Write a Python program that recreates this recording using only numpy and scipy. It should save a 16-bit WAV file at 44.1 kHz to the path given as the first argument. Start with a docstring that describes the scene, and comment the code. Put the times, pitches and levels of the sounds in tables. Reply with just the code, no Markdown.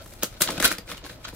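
"""Peeling a label off a cardboard box

A sticky paper label comes off a box on a desk, close under a small stereo microphone. The glue lets go
in sharp snaps: noise bursts that ring the stiff paper, each with a bright tick. Knocks thud on the hollow
box as a sum of decaying modes; the sheet rustles and crackles as random grains through paper, fizz and box.
A small room answers with a sparse decaying tail, over a quiet floor of noise with low rumble."""
import sys
import numpy as np
from scipy import signal
from scipy.fft import rfft, irfft
from scipy.io import wavfile

SR = 44100
rng = np.random.default_rng(int(sys.argv[2]) if len(sys.argv) > 2 else 0)


def magnitude_from_level(level_db):
    """Linear magnitude for a level in decibels (20 dB per decade)."""
    exponent = np.asarray(level_db, float) / 20
    return 10 ** exponent


def master(y):
    """Save y as 16-bit WAV."""
    cut = np.clip(np.atleast_2d(y).T, -1, 1)
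    pcm = np.round(cut * 32767)  # scale
    wavfile.write(sys.argv[1], SR, pcm.astype(np.int16))


N = 59535  # samples

# spectrum of the sheet's middle voice: f/Hz, level/dB
PAPER_VOICE = [(290, -50.5), (500, -21.5), (850, -14.5), (1150, -14), (1200, -5.5), (1470, -10.5),
               (2380, -9.5), (3960, -6), (6000, -13), (7800, -17.5), (13200, -120)]
# spectrum of the sheet's treble: f/Hz, level/dB
FIZZ_VOICE = [(400, -56), (2000, -33), (3800, -6), (6500, -2.5), (10500, -1), (13500, -1.5), (15500, -6),
              (16500, -9)]
BALANCE_DB = 1.5  # left over right, for the knocks and the floor


def evened(x):
    """Scales a signal to an rms of 1."""
    return x / np.sqrt(np.mean(x ** 2) + 1e-20)


def peak(x):
    """Scales a signal to a peak of 1."""
    return x / abs(x).max()


def read(points, hz):
    """Reads a curve of (f/Hz, value) points along a logarithmic frequency axis."""
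    f, value = np.transpose(points)
    return np.interp(np.log(hz + 1), np.log(f + 1), value)


def left_right(difference):
    """Splits a left-minus-right difference evenly over the two ports."""
    return np.array([[difference], [-difference]]) / 2


def place(x, pan_db, lag):
    """Two microphone ports: a level difference and a small delay in samples, on top of 8 for both."""
    n = len(x) + 32
    turn = np.exp(-2j * np.pi * np.fft.rfftfreq(n) * (8 + left_right(lag)))
    return irfft(rfft(x, n) * turn, n) * magnitude_from_level(left_right(pan_db))


def colour(points):
    """Causal filter of energy 1 with the given spectrum, its phase derived from the log gain."""
    level_db = np.maximum(read(points, abs(np.fft.fftfreq(2048, 1 / SR))), -60)
    log_gain = np.log(magnitude_from_level(level_db))
    taps = np.fft.ifft(np.exp(np.conj(signal.hilbert(log_gain)))).real[:1024]
    starts_strong = abs(taps[:50]).sum() > abs(taps[-50:]).sum()
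    taps = taps if starts_strong else taps[::-1]
    return taps / np.linalg.norm(taps)


def snaps():
    """Each snap of glue or creasing paper: a short burst rings one patch of paper, with a bright tick."""
    # breaks of the glue and creases: t/s, length/ms, ring level/dB, ring f/Hz, tick level/dB
    breaks = [(0.059, 6.4, -41, 1220, -40), (0.135, 5.5, -43, 1300, -34), (0.2255, 3.5, -22, 2880, -44),
              (0.2316, 0.33, -17, 1290, -8), (0.2325, 0.34, -23, 2820, -2.5),
              (0.234, 2.33, -17, 2720, -8.5), (0.242, 2.2, -18.5, 4370.0, -30),
              (0.407, 2.4, -22, 1550, -23), (0.4112, 0.67, -12, 3300, -9), (0.4193, 0.21, -14, 1310, 6),
              (0.4212, 0.95, -18.5, 1670, -1.5), (0.4268, 0.88, -18.5, 3340, -32),
              (0.441, 2.7, -24, 960, -29), (0.4747, 2.4, -17, 3150, -23), (0.4901, 1.54, -18, 900, -45),
              (0.504, 6.7, -25, 1140, -20), (0.5793, 1.5, -23, 2590, -23), (0.5997, 1.7, -17.5, 1720, -44),
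              (0.6021, 0.87, -15.5, 1740, -14), (0.6143, 1.5, -23, 1750, -21), (0.6257, 1, -13, 1700, -9),
              (0.6305, 0.44, -13, 1570.0, -22), (0.641, 0.74, -16.5, 1900, -9),
              (0.6456, 0.6, -13, 1530, -6), (0.6514, 0.33, -9, 1540, -2), (0.653, 3, -23, 1440, -15),
              (0.6533, 0.72, -12, 1410, -7), (0.658, 0.72, -10.5, 1580, -1.5), (0.6605, 0.7, -9, 3520, -6),
              (0.678, 1.4, -18, 1450, -12), (0.7155, 0.85, -12, 1470, -35.5), (0.7186, 1.7, -28, 2080, -12),
              (0.7259, 0.93, -23, 2390.0, -11.5), (0.7515, 2, -34, 1300, -46), (0.783, 3.5, -27, 4560, -25),
              (0.89, 7.6, -33, 1300, -41), (0.916, 4.2, -24, 1330, -36), (0.921, 6.5, -28, 1970, -36),
              (0.945, 4.6, -28.5, 1160.0, -50), (0.978, 3.7, -32, 2920, -37), (1.017, 2.9, -43, 920, -66),
              (1.046, 12, -32, 833, -54), (1.063, 6.3, -31.5, 1480, -37), (1.098, 3.2, -29.5, 1610.0, -46),
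              (1.251, 2.6, -28, 1265, -39), (1.272, 2.7, -35, 1580, -47.5), (1.283, 2.5, -33.5, 1710, -32),
              (1.3287, 1.6, -38.5, 905, -48)]
    rise_share, release = 0.067, 2.74  # rise as a share of the length; strength of the first break
    ring_q, wide_db = 5.9, -1.5  # resonance of the patch; whole-sheet colour against the ring
    pan_db, pan_spread_db, lag_spread = 0.7, 1.1, 2.81  # lag in samples
    out, t = np.zeros((2, N + 1000)), np.arange(800) / SR
    paper, fizz = colour(PAPER_VOICE), colour(FIZZ_VOICE)
    for s, ms, ring_db, hz, tick_db in breaks:
        burst, tick, spread = rng.standard_normal((3, 800))
        u = t * 1e3 / ms
        shape = np.minimum(u / rise_share, 1) * np.exp(-u ** 2)
        # a one-sided push of about 0.1 ms as the glue lets go
        first_break = release / max(ms, .4) * np.exp(-(t / 0.0001) ** 2)
        burst = (burst - first_break / np.maximum(shape, .1)) * shape
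        # two-pole resonator
        r = np.exp(-np.pi * hz / ring_q / SR)
        ring = signal.lfilter([1, 0, -1], [1, -2 * r * np.cos(2 * np.pi * hz / SR), r * r], burst)
        wide = peak(np.convolve(burst, paper)[:800])
        sound = magnitude_from_level(ring_db) * peak(peak(ring) + magnitude_from_level(wide_db) * wide)
        sound = sound + magnitude_from_level(tick_db) * peak(np.convolve(tick * shape, fizz)[:800])
        pan = pan_db + pan_spread_db * spread[0]
        both = place(sound, pan, lag_spread * np.clip(spread[1], -2, 2))
        out[:, round(s * SR) - 8:][:, :832] += both
    return out[:, :N]


def box_ring():
    """The hollow box answering a push at some random spot: decaying modes, energy 1."""
    # modes of the box: f/Hz, level/dB, t60/s
    modes = [(169, -3, 0.036), (245, -2, .03), (325.6, -0.5, .03), (419, -3.5, 0.034), (502.3, 0.5, 0.028),
             (632, -1, 0.023), (792, -2.5, 0.024)]
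    low_hz = 120  # little of the box sounds below this
    spot_spread_db = 5.5  # where the lid is pushed changes which modes speak
    t, ring = np.arange(4000) / SR, np.zeros(4000)
    for k, (hz, db, t60) in enumerate(modes):
        spot_db = spot_spread_db * rng.standard_normal()
        decay = magnitude_from_level(db + spot_db - 60 * t / t60)
        ring += decay * np.sin(2 * np.pi * hz * t) * (-1) ** k
    ring = signal.sosfilt(signal.butter(3, low_hz, "high", fs=SR, output="sos"), ring)
    return ring / np.linalg.norm(ring)


def knocks():
    """Each jerk of the label pushes the lid and the box thuds."""
    # jerks on the lid: t/s, peak level/dB
    jerks = [(0.059, -39.5), (0.2304, -22), (.238, -42), (0.409, -33), (0.414, -26.5), (.427, -49),
             (0.492, -24.5), (.497, -31.5), (0.509, -52), (0.542, -30), (0.58, -24), (.600, -31),
             (.612, -31.5), (.626, -28), (.640, -24), (.660, -32), (0.678, -32.5), (0.715, -37),
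             (0.784, -31.5), (0.891, -40), (.922, -34), (1.046, -43), (1.329, -33)]
    push_s = 0.00032  # time from the start of a push to its crest
    out, t = np.zeros(N + 5000), np.arange(300) / SR
    for s, db in jerks:
        push = (1 + .5 * rng.standard_normal(300)) * t * np.exp(-t / push_s)
        thud = peak(signal.fftconvolve(push, box_ring()))
        out[round(s * SR):][:4299] -= magnitude_from_level(db) * thud
    return out[:N] * magnitude_from_level(left_right(BALANCE_DB))


def rustle():
    """Clumps of tiny cracks from several spots of the sheet over a fine scrape, as paper, fizz and box."""
    # course of the crackle: t/s, level/dB, treble share/dB, box share/dB
    course = [(0.0, -46, -15, 0.5), (0.052, -60.5, 10.5, 1.5), (0.214, -54, -3, 3), (0.232, -28.5, -8, 0),
              (0.254, -43, 7, -3.5), (0.296, -57.5, 4, 1), (0.372, -49.5, -11.5, -3),
              (0.398, -66.5, 14.5, -2), (0.408, -32.5, -2, 7), (0.42, -28, 7.5, -5),
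              (0.438, -29.5, -4, -13), (0.466, -37.5, 3, -1), (0.476, -30.5, -17, -6.5),
              (0.5, -35, -5, 0.5), (0.566, -40.5, -6, 2.5), (0.578, -29, -19, -12), (0.594, -48, -6, 1),
              (0.6, -28.5, -4, 0.5), (0.62, -38.5, 0, -5), (0.626, -28, -4, -20), (0.638, -24.5, -5, -11),
              (0.654, -18, -2, -12), (0.698, -40, -16, -8), (0.714, -30, -1.5, -5), (0.77, -54.5, -2.5, -1),
              (0.784, -39, -8, -4.5), (0.796, -51, -6, 3.5), (0.848, -70, -4, 4), (0.902, -37, -4.5, -5.5),
              (0.924, -43, -6, -20), (0.928, -43.5, -7, -1), (1.006, -56.5, -6.5, -8),
              (1.036, -52.5, -30.5, 9), (1.048, -38, -8.5, -6.5), (1.086, -52.5, 0, -1),
              (1.098, -42.5, -9.5, -7.5), (1.12, -50.5, -0.5, 0.5), (1.18, -63.5, -9, 6.5),
              (1.236, -52, -3, -1.5), (1.254, -35.5, -22, -27), (1.266, -57, -16, 11),
              (1.282, -36, -8.5, -13), (1.318, -63, -1, -13), (1.35, -50.5, 6, 1)]
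    # parts of the sheet: left-right level/dB, lag/samples, ring f/Hz, ring level/dB
    spots = [(2.5, -4.5, 1430, -1.5), (-1, 3, 1750, -10), (-0.5, 5.5, 3420, -10), (2., -1.5, 2440, -2)]
    spot_q, clump_db, clump_s = 5.1, 4.5, 0.0052  # ring of a spot; rms swing and time constant of clumps
    grains_per_s, grain_spread_db, scrape_db = 3000, 3.5, -2  # scrape against the grains
    s, level_db, fizz_db, box_db = np.transpose(course)
    out, t = np.zeros((2, N)), np.arange(1024) / SR

    def along(db):
        """Gain over time from levels at the course's times."""
        return magnitude_from_level(np.interp(np.arange(N) / SR, s, db))

    for pan_db, lag, hz, ring_db in spots:
        ring = np.sin(2 * np.pi * hz * t) * np.exp(-np.pi * hz / spot_q * t)
        paper = colour(PAPER_VOICE) + magnitude_from_level(ring_db) * ring / np.linalg.norm(ring)
        paper = paper / np.linalg.norm(paper)
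        slow = signal.lfilter([1], [1, -np.exp(-1 / (clump_s * SR))], rng.standard_normal(N))
        clump = magnitude_from_level(clump_db * evened(slow))
        happens = rng.random(N) < grains_per_s / SR
        size = magnitude_from_level(grain_spread_db * np.minimum(rng.exponential(1, N), 4)) * happens
        voices = [(level_db, paper), (level_db + fizz_db, colour(FIZZ_VOICE)), (level_db + box_db, box_ring())]
        spot = np.zeros(N)
        for db, body in voices:
            # same grain times and sizes for each voice, fresh noise
            grains = evened(size * rng.standard_normal(N))
            scrape = magnitude_from_level(scrape_db) * rng.standard_normal(N)
            drive = evened(clump * (grains + scrape))
            spot += signal.oaconvolve(drive * along(db), body)[:N]
        out += place(spot, pan_db, lag)[:, 8:N + 8] / np.sqrt(len(spots))
    return out


def room(x):
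    """The small room's answer: sparse taps of random sign, each band dying at its own speed."""
    # decay of the room: f/Hz, t60/s
    decay = [(200, 0.16), (530, 0.095), (1400, 0.19), (3700, 0.2), (9700, 0.12)]
    room_db, mono_hz = -8, 420  # the ports hear the room alike below mono_hz
    taps = np.zeros((2, 16000))
    at = np.arange(60, 15980, 20) + rng.integers(0, 20, (2, 796))
    np.put_along_axis(taps, at, rng.choice([-1., 1.], at.shape), 1)
    hz, t, z = signal.stft(taps, SR, nperseg=128)
    same = 1 / (1 + (hz[:, None] / mono_hz) ** 2)
    z = np.array([z[0], same * z[0] + np.sqrt(1 - same ** 2) * z[1]])
    fade = magnitude_from_level(-60 * t / read(decay, hz)[:, None])
    tail = signal.istft(z * fade, SR, nperseg=128)[1]
    tail = tail / np.linalg.norm(tail[0])
    return magnitude_from_level(room_db) * signal.fftconvolve(x, tail, axes=1)[:, :N]


def floor():
    """Steady room hiss and rumble: shaped random spectra, alike in both ports in the bass."""
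    # spectrum of the floor: f/Hz, relative level/dB
    spectrum = [(15, -37), (27, -27), (42, 0.5), (56, -1), (78, -13), (100, -1.5), (140, -14.5), (320, -20),
                (700, -21), (1600, -27.5), (4500, -36.5), (9000, -43), (15500, -44), (16500, -45)]
    # left-right likeness: f/Hz, correlation (1 = alike)
    likeness = [(60, 1), (240, 0.69), (950, 0.23), (3770, 0.078), (15000, 0.039)]
    floor_db = -47  # rms, before the balance
    frames, hz = N // 512 + 5, np.fft.rfftfreq(2048, 1 / SR)
    a, b, c, d = rng.standard_normal((frames, 1025, 4)).T
    left, other = a + 1j * b, c + 1j * d
    same = np.clip(read(likeness, hz), -1, 1)[:, None]
    right = same * left + np.sqrt(1 - same ** 2) * other
    z = np.array([left, right]) * magnitude_from_level(read(spectrum, hz))[:, None]
    noise = signal.istft(z, nperseg=2048, noverlap=1536)[1][:, :N]
    return magnitude_from_level(floor_db + left_right(BALANCE_DB)) * evened(noise)


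def scene():
    """The label's snaps, knocks and rustle, answered by the room, over the floor."""
    label = snaps() + knocks() + rustle()
    return label + room(label) + floor()


def band_limit(x):
    """A steep low-pass at the top of the band."""
    return signal.sosfilt(signal.butter(12, 16980, fs=SR, output="sos"), x)


def record(dry):
    """Port balance in the treble, soft overload of the input, then a band limit."""
    treble_left_db, ceiling, edge_hz = 1.5, .9, 15800  # the left port hears more treble
    treble = signal.sosfiltfilt(signal.butter(2, 7000, "high", fs=SR, output="sos"), dry)
    heard = dry + treble * (magnitude_from_level(left_right(treble_left_db)) - 1)
    overloaded = ceiling * np.tanh(heard / ceiling)
    edge = signal.firwin(255, edge_hz, window=("kaiser", 7), fs=SR)
    return band_limit(signal.oaconvolve(overloaded, edge[None], "same"))


dry = scene()
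out = record(dry)
master(out)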